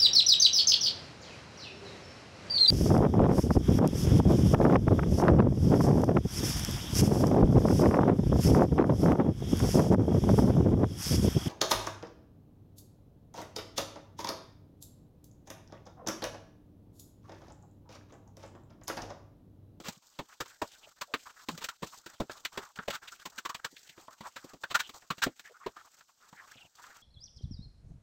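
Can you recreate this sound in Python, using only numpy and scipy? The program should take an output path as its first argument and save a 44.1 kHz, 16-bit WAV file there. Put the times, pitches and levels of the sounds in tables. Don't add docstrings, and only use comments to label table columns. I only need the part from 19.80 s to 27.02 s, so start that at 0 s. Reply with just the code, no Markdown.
import sys
import numpy as np
from scipy import signal
from scipy.fft import rfft, irfft, next_fast_len
from scipy.io import wavfile

SR = 44100
rng = np.random.default_rng(int(sys.argv[2]) if len(sys.argv) > 2 else 0)


def digitize_waveform(pressure):
    field = np.atleast_2d(pressure).T
    bounded = np.clip(field, -1, 1)
    quanta = np.round(bounded * 32767).astype(np.int16)
    wavfile.write(sys.argv[1], SR, quanta)


N = 318402

# t/s, swell/s, thud f/Hz, thud level/dB, ring f/Hz, ring level/dB, clack level/dB, grit level/dB
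KNOCKS_AND_THUMPS = [(0, 0.0022, 343, -44, 1280, -54.5, -54, -52),
                     (.035, 0.041, 473, -49.5, 1160, -47.5, -46, -46.5),
                     (.083, 0.0018, 180, -36, 745, -41.5, -39.5, -36),
                     (0.388, 0.002, 283, -34, 930, -41, -39.5, -46.5),
                     (0.602, 0.0068, 385, -37, 1330, -33.5, -38, -36.5),
                     (0.656, 0.0052, 395, -61, 1020, -54, -55, -55),
                     (0.816, 0.0046, 608, -29.5, 840, -29, -39.5, -40.5),
                     (1.21, 0.0083, 605, -48, 1115, -35, -38, -38),
                     (1.338, 0.0023, 298, -32.5, 1260, -27.5, -29.5, -40),
                     (1.685, 0.0034, 247, -32.5, 1030, -33.5, -37, -39.5),
                     (1.776, 0.0022, 223, -49, 1860, -56, -46, -43.5),
                     (1.806, 0.023, 470, -53, 1100, -44, -46, -47.5),
                     (1.838, 0.0083, 508, -49, 1400, -41, -37, -34.5),
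                     (1.886, 0.0028, 654, -58, 1400, -34.5, -39, -38.5),
                     (2.021, 0.013, 170, -34.5, 990, -37.5, -43, -46),
                     (2.26, 0.0043, 350, -46.5, 1450, -44.5, -48, -46),
                     (2.399, 0.0063, 267, -26, 1260, -39, -42, -44.5),
                     (2.495, .0017, 590, -40, 1430, -39, -49, -56),
                     (2.649, 0.0036, 715, -50.5, 1400, -36, -30, -35.5),
                     (2.773, 0.0045, 404, -34.5, 780, -35, -37, -42),
                     (2.957, .0027, 700, -79, 1600, -55, -51, -50.5),
                     (2.987, 0.0034, 190, -39.5, 1380, -33.5, -48.5, -67),
                     (3.077, 0.0072, 590, -30, 780, -38, -38, -43),
                     (3.1, 0.0081, 710, -52, 1390, -39, -36, -39),
                     (3.123, 0.033, 730, -63, 1330, -38, -42, -43),
                     (3.273, 0.011, 714, -78, 1550, -52, -44, -50.5),
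                     (3.453, 0.0071, 178, -46, 830, -40, -42, -41),
                     (3.578, 0.0082, 410, -54, 1405, -37, -40.5, -40.5),
                     (3.65, 0.0076, 510, -45, 1110, -32, -38, -40),
                     (3.691, 0.0079, 490, -55, 1120, -34, -44.5, -41.5),
                     (3.744, .0043, 687, -49, 1110, -41, -38.5, -41),
                     (3.844, 0.0049, 494, -45.5, 1320, -33, -35.5, -36.5),
                     (3.964, 0.004, 406, -72, 1670, -58, -48, -56),
                     (4.09, 0.0054, 170, -63, 1590, -66, -49.5, -56),
                     (4.176, 0.0024, 355, -49.5, 1040, -53, -59.5, -64),
                     (4.281, 0.00077, 660, -49, 1010, -43, -76, -72),
                     (4.406, 0.0027, 214, -43.5, 960, -45.5, -49, -53),
                     (4.558, 0.0095, 524, -51, 1290, -42, -45, -47.5),
                     (4.64, 0.0056, 265, -44, 860, -59.5, -62, -53),
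                     (4.734, 0.0012, 290, -45, 1090, -56, -57.5, -55),
                     (4.834, 0.0046, 587, -45, 1490, -32, -41.5, -47),
                     (4.9, 0.017, 728, -45.5, 1160, -40.5, -39.5, -45.5),
                     (4.943, 0.013, 586, -44, 1370, -20, -29, -29.5),
                     (4.99, 0.015, 473, -63, 1480, -32, -32.5, -35.5),
                     (5.09, 0.0053, 300, -52, 1090, -49, -46.5, -49.5),
                     (5.302, 0.0063, 168, -34.5, 1175, -28, -33.5, -39.5),
                     (5.38, 0.0024, 170, -51.5, 1610, -54, -49, -54),
                     (5.418, 0.015, 535, -60, 1560, -26, -30, -33),
                     (5.434, 0.0041, 544, -44, 1350, -26.5, -30, -27),
                     (5.461, 0.0064, 267, -27, 1210, -42.5, -43, -50),
                     (5.594, .0013, 470, -65, 1540, -49, -47.5, -47.5),
                     (5.861, 0.0047, 388, -30.5, 970, -35, -44, -51),
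                     (5.962, 0.0091, 708, -60, 1210, -44.5, -61, -61),
                     (6.206, 0.0031, 172, -78, 1380, -54.5, -60, -70.5),
                     (6.526, 0.0027, 170, -52, 834, -49.5, -61, -62),
                     (6.754, .004, 117, -56, 850, -81, -82, -79),
                     (6.845, 0.0048, 109, -60.5, 850, -81, -80, -76)]
# f/Hz, level/dB
THUD_SPECTRUM = [(25, -5.5), (70, -6), (140, -1.5), (260, -2.5), (450, -3), (700, -5), (1000, -13.5),
                 (2000, -63.5)]
RING_SPECTRUM = [(350, -28), (650, -5), (950, 7), (1400, 4), (1800, 5.5), (2300, -18.5), (4000, -45.5)]
CLACK_SPECTRUM = [(1200, -27), (1900, 5), (2500, 5.5), (3800, 4.5), (4600, -0.5), (6500, -29.5)]
GRIT_SPECTRUM = [(3000, -9), (4500, -2.5), (6000, -2), (7800, -2.5), (9000, -16), (10500, -21.5),
                 (12000, -17), (14000, -10.5), (16000, -9.5)]
# t/s, length/s, rasp level/dB, sand hiss level/dB, rasp centre f/Hz
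BLADE_STROKES = [(0.1, 0.061, -69.5, -60.5, 980), (0.215, 0.27, -76.5, -70, 1060),
                 (0.482, 0.072, -64, -62.5, 1240), (0.661, 0.1, -62, -61.5, 1430),
                 (0.837, 0.056, -66, -58, 1310), (0.912, 0.2, -70.5, -62.5, 1230),
                 (1.163, 0.015, -63.5, -82, 1440), (1.382, 0.064, -85, -58, 1480),
                 (1.452, 0.058, -51, -56.5, 1190), (1.556, 0.081, -57.5, -58.5, 1290),
                 (1.704, 0.096, -62, -55.5, 1176), (2.036, 0.16, -68.5, -55.5, 1400),
                 (2.285, 0.057, -57, -57.5, 1340), (2.503, 0.073, -52.5, -54.5, 1130),
                 (2.718, 0.185, -53.5, -58.5, 1040), (2.953, 0.113, -57.5, -61.5, 1420),
                 (3.214, 0.047, -51.5, -56.5, 1220), (3.317, 0.039, -62, -51.5, 1250),
                 (3.39, 0.038, -61, -56, 1400), (3.517, 0.073, -56.5, -61, 1180),
                 (3.786, 0.076, -62, -73, 1400), (3.9, 0.175, -79, -60.5, 1860),
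                 (4.086, 0.045, -70, -59.5, 1700), (4.16, 0.092, -64, -59.5, 1110),
                 (4.302, 0.048, -53, -58, 1130), (4.431, 0.054, -47, -56.5, 1030),
                 (4.566, 0.16, -59, -63, 1200), (5.032, 0.049, -62, -57, 1210),
                 (5.136, 0.048, -56, -53.5, 1080), (5.216, 0.029, -57, -62.5, 1350),
                 (5.367, 0.04, -63.5, -57, 1420), (5.64, 0.038, -56, -60, 1680),
                 (5.693, 0.17, -65.5, -97, 1280), (5.957, 0.054, -54, -63, 1270),
                 (6.043, 0.034, -56, -69, 1180), (6.125, 0.042, -72.5, -76, 1350),
                 (6.285, 0.018, -58.5, -68, 1100), (6.395, 0.086, -66.5, -82, 1300),
                 (6.544, 0.073, -62, -65.5, 1540), (6.668, 0.066, -61, -61.0, 1343),
                 (6.978, 0.21, -58.5, -64.0, 1370)]
# f/Hz, level/dB
RUMBLE_SPECTRUM = [(25, 0.5), (80, 1), (200, -2.5), (550, 1.5), (900, 8), (2000, -52.5)]
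HISS_SPECTRUM = [(700, -7.5), (2000, -28), (3200, -8), (4500, -0.5), (6000, 1), (7800, 1.5), (9000, -13),
                 (10500, -23), (12000, -14), (14000, -7), (16000, -13)]
# t/s, length/s
BLADE_LIFTS = [(0.186, .035), (1.131, .03), (1.973, 0.034), (2.224, 0.017), (2.925, 0.041), (3.194, 0.027),
               (3.804, 0.033), (4.344, 0.023), (4.774, 0.032), (5.539, 0.018), (6.219, 0.063),
               (6.325, 0.047), (6.88, 0.07)]
# t/s, length/s, f/Hz, level/dB before trim
PITCHED_RUBS = [(0.164, 0.027, 177, -61), (0.389, 0.025, 940, -44), (1.024, 0.042, 2800, -57.5),
                (1.063, 0.019, 610, -57), (1.273, 0.074, 594, -60), (1.706, 0.062, 174, -47.5),
                (1.913, 0.037, 1110, -61), (2.123, 0.036, 1060, -52.5), (2.8, 0.055, 1250, -56),
                (3.315, 0.031, 1320, -49.5), (3.695, 0.048, 1080, -55), (3.925, 0.02, 270, -59.5),
                (4.452, 0.029, 950, -45), (5.019, 0.07, 3070, -53), (5.649, 0.047, 1770, -54),
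                (5.693, 0.037, 505, -58.5), (5.738, .043, 1340, -58), (5.832, .03, 1750, -57.5),
                (5.801, 0.048, 1200, -54), (6.567, 0.051, 1700, -53), (6.596, 0.066, 1050, -58.5),
                (6.713, 0.018, 1590, -53.5)]
# t/s, peak level/dB
EDGE_SNAPS = [(.817, -39), (1.3384, -21), (1.687, -24.5), (2.989, -35), (3.083, -29), (4.282, -59),
              (4.84, -30), (4.954, -24.5), (5.303, -36), (5.43, -25.5)]
# f/Hz, level/dB
SNAP_SPECTRUM = [(3500, 15), (8000, -20), (10000, -13)]
# t/s, peak level/dB
FAINT_CHIRPS = [(6.726, -58), (6.763, -53), (6.801, -52), (6.838, -58)]


def from_db(db):
    return 10 ** (np.asarray(db) / 20)


def unit_rms(x):
    return x / np.sqrt(np.mean(x ** 2) + 1e-20)


def colour(x, spectrum):
    size = next_fast_len(len(x) + 4096) * 2
    hz, db = np.transpose(spectrum)
    bin_hz = np.arange(size // 2 + 1) * SR / size
    gain = from_db(np.interp(np.log(bin_hz + 1), np.log(hz), db))
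    cepstrum = irfft(np.log(gain))
    cepstrum[1:size // 2] *= 2
    cepstrum[size // 2 + 1:] = 0
    return irfft(rfft(x, size) * np.exp(rfft(cepstrum)))[:len(x)]


def resonator(hz, width_hz):
    r = np.exp(-np.pi * width_hz / SR)
    return (1 - r * r) / 2 * np.array([1, 0, -1]), [1, -2 * r * np.cos(2 * np.pi * hz / SR), r * r]


def resonate(x, hz, width_hz):
    return signal.lfilter(*resonator(hz, width_hz), x)


def gliding(x, hz, width_hz, block=128):
    out, state = np.zeros(N), np.zeros(2)
    for i in range(0, N, block):
        out[i:i + block], state = signal.lfilter(*resonator(hz[i], width_hz), x[i:i + block], zi=state)
    return out


def drift(per_s):
    knots = rng.standard_normal(4096)
    return unit_rms(np.interp(np.arange(N) / SR * per_s, np.arange(len(knots)), knots))


def grains(size, spread_db):
    noise = rng.standard_normal(size)
    return unit_rms(noise * from_db(spread_db * np.minimum(rng.exponential(1, size), 5)))


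def add(out, start_s, sound):
    i = max(round(start_s * SR), 0)
    out[i:i + len(sound)] += sound[:N - i]


def microphone_hiss(level_db=-74.5):
    return from_db(level_db) * unit_rms(colour(rng.standard_normal(N), HISS_SPECTRUM))


def knock(swell_s, thud_hz, thud_db, ring_hz, ring_db, clack_db, grit_db):
    ring_t60_s, thud_t60_s = 0.059, 0.078
    thud_share = 1 / (1 + from_db(ring_db - thud_db) ** 2)
    t60_s = ring_t60_s + thud_share * (thud_t60_s - ring_t60_s)
    t = np.arange(8192) / SR
    force = np.minimum(t / swell_s, 1) ** 0.69 * from_db(-60 * np.maximum(t - swell_s, 0) / t60_s)
    push, flex, edge, sand = (force * grains(len(t), spread_db=0.66) for _ in range(4))
    boom_hz = thud_hz * (0.92 + 0.1 * np.exp(-t / 0.021))
    boom = force * np.sin(2 * np.pi * np.cumsum(boom_hz) / SR)
    rattle = colour(resonate(push, thud_hz, width_hz=140) + from_db(-3) * push, THUD_SPECTRUM)
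    thud = unit_rms(rattle) + from_db(-7) * unit_rms(boom)
    singing = resonate(resonate(flex, ring_hz, width_hz=260), ring_hz, width_hz=1400)
    ring = colour(singing + from_db(-7.5) * flex, RING_SPECTRUM)
    clack = colour(edge, CLACK_SPECTRUM)
    grit = colour(sand, GRIT_SPECTRUM)
    parts = [(thud, thud_db), (ring, ring_db), (clack, clack_db), (grit, grit_db)]
    return np.sqrt(np.mean(force ** 2)) * sum(from_db(db) * unit_rms(part) for part, db in parts)


def knocks():
    out = np.zeros(N)
    for start_s, *blow in KNOCKS_AND_THUMPS:
        add(out, start_s, knock(*blow))
    return out


def pressure(length_s, lift_t60_s, bite_s=0.01, ease_db=3.5):
    t = np.arange(int((length_s + lift_t60_s) * SR)) / SR
    eased_db = ease_db * (0.5 - np.minimum(t / length_s, 1))
    lifted_db = -60 * np.maximum(t - length_s, 0) / lift_t60_s
    return np.minimum(t / bite_s, 1) * from_db(eased_db + lifted_db)


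def stroke_controls(rustle_rasp_db=-74.5, rustle_hiss_db=-66):
    rasp_power = np.full(N, from_db(rustle_rasp_db) ** 2)
    hiss_power = np.full(N, from_db(rustle_hiss_db) ** 2)
    pitch_points = []
    for start_s, length_s, rasp_db, hiss_db, hz in BLADE_STROKES:
        add(rasp_power, start_s, (from_db(rasp_db) * pressure(length_s, lift_t60_s=0.058)) ** 2)
        add(hiss_power, start_s, (from_db(hiss_db) * pressure(length_s, lift_t60_s=0.08)) ** 2)
        pitch_points += [(start_s, hz), (start_s + length_s, hz)]
    rasp_hz = np.interp(np.arange(N) / SR, *np.transpose(sorted(pitch_points)))
    return 10 * np.log10(rasp_power), 10 * np.log10(hiss_power), rasp_hz


def sand_ticks(per_s, t60_s=0.034):
    cracks = (rng.random(N) < per_s / SR) * rng.uniform(0.29, 1, N)
    force = signal.lfilter([1], [1, -from_db(-60 / (t60_s * SR))], cracks + 1e-18)
    return colour(force * rng.standard_normal(N), HISS_SPECTRUM)


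def sliding():
    rasp_db, hiss_db, rasp_hz = stroke_controls()
    grip_db = 2.4 * drift(per_s=85)
    centre_hz = rasp_hz * np.exp(0.08 * drift(per_s=36))
    rasp = gliding(grains(N, spread_db=3.5), centre_hz, width_hz=560)
    rasp = gliding(rasp, centre_hz, width_hz=840)
    hiss = colour(grains(N, spread_db=2.5), HISS_SPECTRUM)
    crunch = gliding(grains(N, spread_db=4.5), 3100 * from_db(1.5 * drift(per_s=73)), width_hz=1100)
    rumble = colour(grains(N, spread_db=2), RUMBLE_SPECTRUM)
    layers = [(rasp, rasp_db - 1 + 3 * drift(per_s=70)),
              (hiss, hiss_db - 5.5),
              (sand_ticks(per_s=32), hiss_db - 7),
              (crunch, hiss_db - 9.5 + 4 * drift(per_s=50)),
              (rumble, (rasp_db + hiss_db) / 2 - 10.5 + 4.5 * drift(per_s=20))]
    return sum(from_db(db + grip_db) * unit_rms(layer) for layer, db in layers)


def contact_gain(dip_db=-10, fade_s=0.0086):
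    t, gain = np.arange(N) / SR, np.ones(N)
    for start_s, length_s in BLADE_LIFTS:
        inside_s = np.minimum(t - start_s, start_s + length_s - t)
        lifted = np.clip(inside_s / fade_s + 0.5, 0, 1)
        gain *= from_db(dip_db * lifted)
    return gain


def rubs(trim_db=-1):
    out = np.zeros(N)
    for start_s, length_s, hz, db in PITCHED_RUBS:
        swell = np.hanning(int(length_s * SR)) ** 0.37
        friction = grains(len(swell), spread_db=3.5)
        tone = resonate(resonate(friction, hz, width_hz=0.2 * hz), hz, width_hz=0.61 * hz)
        add(out, start_s, from_db(db + trim_db) * unit_rms(swell * tone))
    return out


def snaps(spray_t60_s=0.0077):
    out, t = np.zeros(N), np.arange(1024) / SR
    click = t == 0
    for start_s, db in EDGE_SNAPS:
        spray = from_db(-29) * rng.standard_normal(len(t)) * from_db(-60 * t / spray_t60_s)
        snap = colour(resonate(click + spray, hz=2300, width_hz=4600), SNAP_SPECTRUM)
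        add(out, start_s, from_db(db) * snap / np.abs(snap).max())
    return out


def chirps(top_hz=3670, end_hz=2630, length_s=0.038):
    out, t = np.zeros(N), np.arange(int(length_s * SR)) / SR
    falling_hz = end_hz + (top_hz - end_hz) * np.exp(-t / 0.011)
    swell = np.sin(np.pi * t / length_s)
    for start_s, db in FAINT_CHIRPS:
        rough_hz = falling_hz * (1 + 0.09 * drift(per_s=1800)[:len(t)])
        add(out, start_s, from_db(db) * swell * np.sin(2 * np.pi * np.cumsum(rough_hz) / SR))
    return out


def scene():
    return (microphone_hiss() + knocks() + contact_gain() * sliding() + rubs() + snaps() + chirps())[None]


def record(dry):
    return signal.sosfilt(signal.ellip(12, 0.2, 80, 15800, fs=SR, output="sos"), dry)


dry = scene()
out = record(dry)
digitize_waveform(out)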